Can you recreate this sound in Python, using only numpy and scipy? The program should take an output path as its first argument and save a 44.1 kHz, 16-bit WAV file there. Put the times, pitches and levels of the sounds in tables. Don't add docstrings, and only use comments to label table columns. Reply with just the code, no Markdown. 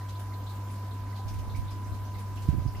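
import sys
import numpy as np
from scipy import signal
from scipy.io import wavfile

SR = 44100
rng = np.random.default_rng(int(sys.argv[2]) if len(sys.argv) > 2 else 0)


def transcribe(u):
    v = np.clip(np.atleast_2d(u).T, -1, 1)
    q = np.round(v * 32767).astype(np.int16)
    wavfile.write(sys.argv[1], SR, q)


N = 123480

# (frequency [Hz], likeness [0 unrelated, 1 or more same])
EAR_LIKENESS = [(60, 1.8), (290, 1.04), (640, 0.7), (1400, 0.31), (3000, 0.28), (6700, 0.03), (14000, 0.03)]
# (frequency [Hz], left minus right [dB])
EAR_BALANCE = [(60, -4.5), (380, -0.5), (700, -1), (2000, -1.5), (4400, 0.5), (8000, 2.5), (14000, 6)]


def from_db(db):
    return 10 ** (np.asarray(db) / 20)


def rms_one(x):
    return x / np.sqrt(np.mean(x ** 2) + 1e-20)


def pan(db):
    return rms_one(from_db(np.array([[db], [-db]]) / 2))


def at_hz(points, hz):
    frequencies, values = np.transpose(points)
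    return np.interp(np.log(hz), np.log(frequencies), values)


def band(x, low, high):
    return signal.sosfilt(signal.butter(2, [low, min(high, .48 * SR)], "band", fs=SR, output="sos"), x)


def drift(rate_hz):
    step, warm_up = 40, 2000
    memory = np.exp(-2 * np.pi * step * rate_hz / SR)
    jitter = rng.standard_normal(N // step + warm_up + 2)
    slow = signal.lfilter([1], [1, -2 * memory, memory * memory], jitter)[warm_up:]
    return np.interp(np.arange(N) / step, np.arange(len(slow)), rms_one(slow))


def add(out, start_s, sound):
    i = max(int(start_s * SR), 0)
    out[..., i:i + sound.shape[-1]] += sound[..., :max(N - i, 0)]


def noise(spectrum, low_hz, high_hz, flicker_db, likeness):
    out, edges = 0, 20 * 2 ** np.arange(0, 10, .4)
    white = rng.standard_normal((2, 2, N + SR // 4))
    for k, (low, high) in enumerate(zip(edges, edges[1:])):
        hz, flicker = np.sqrt(low * high), drift(rate_hz=13.6)
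        if low_hz < hz < high_hz:
            shared, opposed = band(white[k % 2], low, high)[:, -N:]
            alike = np.clip(at_hz(likeness, hz), -1, 1)
            ears = np.sqrt(1 + alike) * shared + np.sqrt(1 - alike) * opposed * [[1], [-1]]
            gain = from_db(at_hz(spectrum, hz) + flicker_db * flicker)
            out = out + gain * pan(at_hz(EAR_BALANCE, hz)) * ears
    return rms_one(out)


def pump(mains_hz=50, hum_waver_db=.15, whine_waver_db=.5):
    # (pitch [times the mains rate], level [dB], left minus right [dB])
    multiples = [2, 4, 18, 19, 20, 25, 31, 32]
    levels_db = [-36, -56.5, -71.5, -63.5, -49.5, -72.5, -70, -73]
    pans_db = [0, 0, 3, 2.4, -2.4, 0, -14, -9]
    t, out = np.arange(N) / SR, 0
    for multiple, db, pan_db in zip(multiples, levels_db, pans_db):
        waver_db = (hum_waver_db if multiple == 2 else whine_waver_db) * drift(rate_hz=15)
        tone = np.sqrt(2) * np.sin(2 * np.pi * (multiple * mains_hz * t + rng.random()))
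        out = out + pan(pan_db) * from_db(db + waver_db) * tone
    return out


def housing(centre_hz=974, width_hz=150, level_db=-65.5):
    rush = band(rng.standard_normal(N), centre_hz - width_hz / 2, centre_hz + width_hz / 2)
    return from_db(level_db) * rms_one(rush)


def air(hiss_db=-51.5, rumble_db=-47.5):
    # (frequency [Hz], relative level [dB])
    hiss_spectrum = [(400, -1), (650, 1.5), (950, 1), (1300, -3), (2000, -9), (3000, -14), (4500, -12.5),
                     (6500, -16), (9000, -19), (12000, -19.5), (15000, -13.5)]
    # (frequency [Hz], relative level [dB])
    rumble_spectrum = [(25, -30), (55, 9), (100, -2), (150, -5.5), (270, -1.5), (380, -11), (520, -41)]
    hiss = noise(hiss_spectrum, 350, 18000, flicker_db=1.59, likeness=EAR_LIKENESS)
    rumble = noise(rumble_spectrum, 20, 600, flicker_db=2.05, likeness=EAR_LIKENESS)
    return from_db(hiss_db) * hiss + from_db(rumble_db) * rumble


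def scatter(t, fade_s, rise_s=0.0027):
    t = np.maximum(t, 0)
    return (1 - np.exp(-t / rise_s)) * np.exp(-np.log(1000) * t / fade_s)


def bubble(hz, db, pan_db, ring_db, ring_cycles=10, rise_per_s=0.99, tail_width=0.21):
    t = np.arange(SR // 4) / SR
    tone = np.sin(2 * np.pi * hz * t * (1 + rise_per_s * t / 2))
    ring = tone * np.exp(-t * hz / ring_cycles) * (1 - np.exp(-t * hz))
    ring_gain = from_db(ring_db - 2.5 * np.log2(hz / 1940))
    white = rng.standard_normal((2, len(t)))
    tail = rms_one(band(white, hz * (1 - tail_width / 2), hz * (1 + tail_width / 2)))
    fade_s = 0.24 * min(hz / 3800, 1) ** 0.34
    return from_db(db) * pan(pan_db) * (ring_gain * ring + tail * scatter(t, fade_s))


def pops():
    # (time [s], pitch [Hz], tail level [dB], ring over tail before the pitch's effect [dB])
    bubbles = [(.012, 1840, -60, 13), (.087, 3250, -59.5, 12), (.094, 3800, -57, 12.5),
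               (.151, 3500, -59, 13), (.156, 4140, -59.5, 15), (.190, 10900, -54, 0),
               (.323, 2076, -58, 11.5), (.335, 4050, -55, 4), (0.465, 3800, -52, 3), (.492, 4050, -55, 9),
               (.530, 14200, -58, 0), (.550, 7200, -62, 0), (.642, 6800, -60.5, 8), (.673, 3250, -62, 10),
               (.698, 2300, -61, 8), (.705, 10600, -55, 3), (.778, 4500, -66, 9), (.910, 3800, -55, 6),
               (1.128, 1990, -61, 14), (1.153, 4100, -55.5, 3), (1.180, 4070, -56, 3), (1.190, 784, -53, 7),
               (1.282, 5500, -54.5, 13), (1.388, 5570, -59, 6), (1.497, 3840, -53.5, 6),
               (1.547, 2260, -48.5, 3), (1.563, 9300, -58, 3), (1.677, 3700, -54, 4),
               (1.708, 5170, -56.5, 1), (1.845, 5900, -61, 15), (1.922, 4000, -58.5, 11),
               (2.053, 5850, -61.5, 18), (2.144, 3920, -58, 9), (2.150, 2060, -52, 0),
               (2.190, 10100, -56.5, 6), (2.370, 2820, -51, 0), (2.676, 5050, -55.5, 12),
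               (2.748, 2040, -60.5, 16), (2.750, 2800, -53.5, 3), (2.768, 5200, -56.5, 12)]
    # (pitch [Hz], left minus right [dB])
    sides = [(800, 3), (2100, -5), (3200, 0.5), (6000, 1.5), (9500, 7)]
    out = np.zeros((2, N))
    for start_s, hz, db, ring_db in bubbles:
        add(out, start_s, bubble(hz, db, at_hz(sides, hz), ring_db))
    return out


def fizz(bubbles_per_s=46, level_db=-68, low_hz=2215, high_hz=8040):
    out = np.zeros((2, N))
    for _ in range(int(bubbles_per_s * N / SR)):
        hz = low_hz * (high_hz / low_hz) ** rng.random()
        start_s = rng.random() * N / SR
        add(out, start_s, bubble(hz, level_db + rng.normal(), at_hz(EAR_BALANCE, hz), ring_db=6))
    return out


def spatters():
    # (time [s], level [dB])
    splashes = [(.086, -52), (.193, -53), (.495, -56), (.700, -56), (1.160, -54.5), (1.279, -50),
                (1.335, -53.5), (1.385, -53.5), (1.555, -52.5), (1.705, -52.5), (1.940, -56), (2.184, -51),
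                (2.355, -53.5), (2.418, -51.5), (2.482, -53.5)]
    # (frequency [Hz], relative level [dB])
    spray_spectrum = [(1200, -7), (2500, 3.5), (5000, 2.5), (8000, -1.5), (14000, -5)]
    t = np.arange(N) / SR
    power = sum((from_db(db) * scatter(t - start_s, fade_s=0.25)) ** 2 for start_s, db in splashes)
    return np.sqrt(power) * noise(spray_spectrum, 1200, 18000, flicker_db=1.5, likeness=EAR_LIKENESS)


def wind():
    # (time [s], base level [dB], left minus right [dB])
    puff = [(1.18, -91, -12), (1.255, -38.5, -1), (1.44, -36, -12), (1.545, -35.5, -13), (1.585, -30, -15),
            (1.635, -31, -5), (1.70, -46, -5), (1.82, -48, 4), (1.93, -35.5, 11), (2.08, -51, 9),
            (2.42, -44, -1), (2.56, -29, -15), (2.68, -39, -14), (2.73, -38.5, 1), (2.8, -40, -8)]
    # (frequency [Hz], relative level [dB])
    puff_spectrum = [(20, -15), (40, -1), (62, 0.5), (100, -6), (170, -21), (300, -25), (600, -91)]
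    # (frequency [Hz], likeness [-1 opposite, 1 same])
    swirl_likeness = [(70, -.45), (250, .4)]
    times, db, pan_db = np.transpose(puff)
    centre_db = db - np.abs(pan_db) / 3
    ears_db = [np.interp(np.arange(N) / SR, times, centre_db + side * pan_db / 2) for side in (1, -1)]
    return from_db(ears_db) * noise(puff_spectrum, 20, 600, flicker_db=2.5, likeness=swirl_likeness)


def bumps(low_hz=27, muffle_hz=680):
    # (time [s], peak before muffling [dB], contact length [s], left minus right [dB])
    contacts = [(2.4836, -9, 0.0043, -8), (2.496, -14, .012, -20), (2.525, -20.5, .0041, -21),
                (2.5362, -19, .0024, -21), (2.545, -20.5, .0023, -19), (2.563, -25.5, 0.0086, -11),
                (2.58, -21, 0.0036, -20), (2.617, -27.5, 0.0021, -11), (2.649, -24.5, 0.0031, -12),
                (2.657, -17.5, 0.0037, -16), (2.674, -21.5, 0.0097, -25)]
    # (pitch [Hz], relative level [dB], time to fall by 60 dB [s])
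    casing_tones = [(46.7, -4.5, 0.08), (129.2, 5, 0.052), (188, 5.5, 0.017), (304, 1, 0.032),
                    (457, -13, 0.015)]
    t, out, casing = np.arange(SR // 5) / SR, np.zeros((2, N)), 0
    for k, (hz, db, fade_s) in enumerate(casing_tones):
        tone = np.sin(2 * np.pi * hz * t) * np.exp(-np.log(1000) * t / fade_s)
        casing = casing + (-1) ** (k + 1) * from_db(db) * tone
    for time_s, db, contact_s, pan_db in contacts:
        push = np.sin(np.pi * np.minimum(t / contact_s, 1)) ** 2
        thud = signal.fftconvolve(push, casing)[:len(t)]
        add(out, time_s - contact_s / 2, from_db(db) * pan(pan_db) * thud / np.abs(thud).max())
    return band(out, low_hz, muffle_hz)


def scene():
    return pump() + housing() + air() + pops() + fizz() + spatters() + wind() + bumps()


def record(dry):
    cutoff_hz = 15450
    return signal.sosfilt(signal.ellip(18, .1, 90, cutoff_hz, fs=SR, output="sos"), dry)


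dry = scene()
out = record(dry)
transcribe(out)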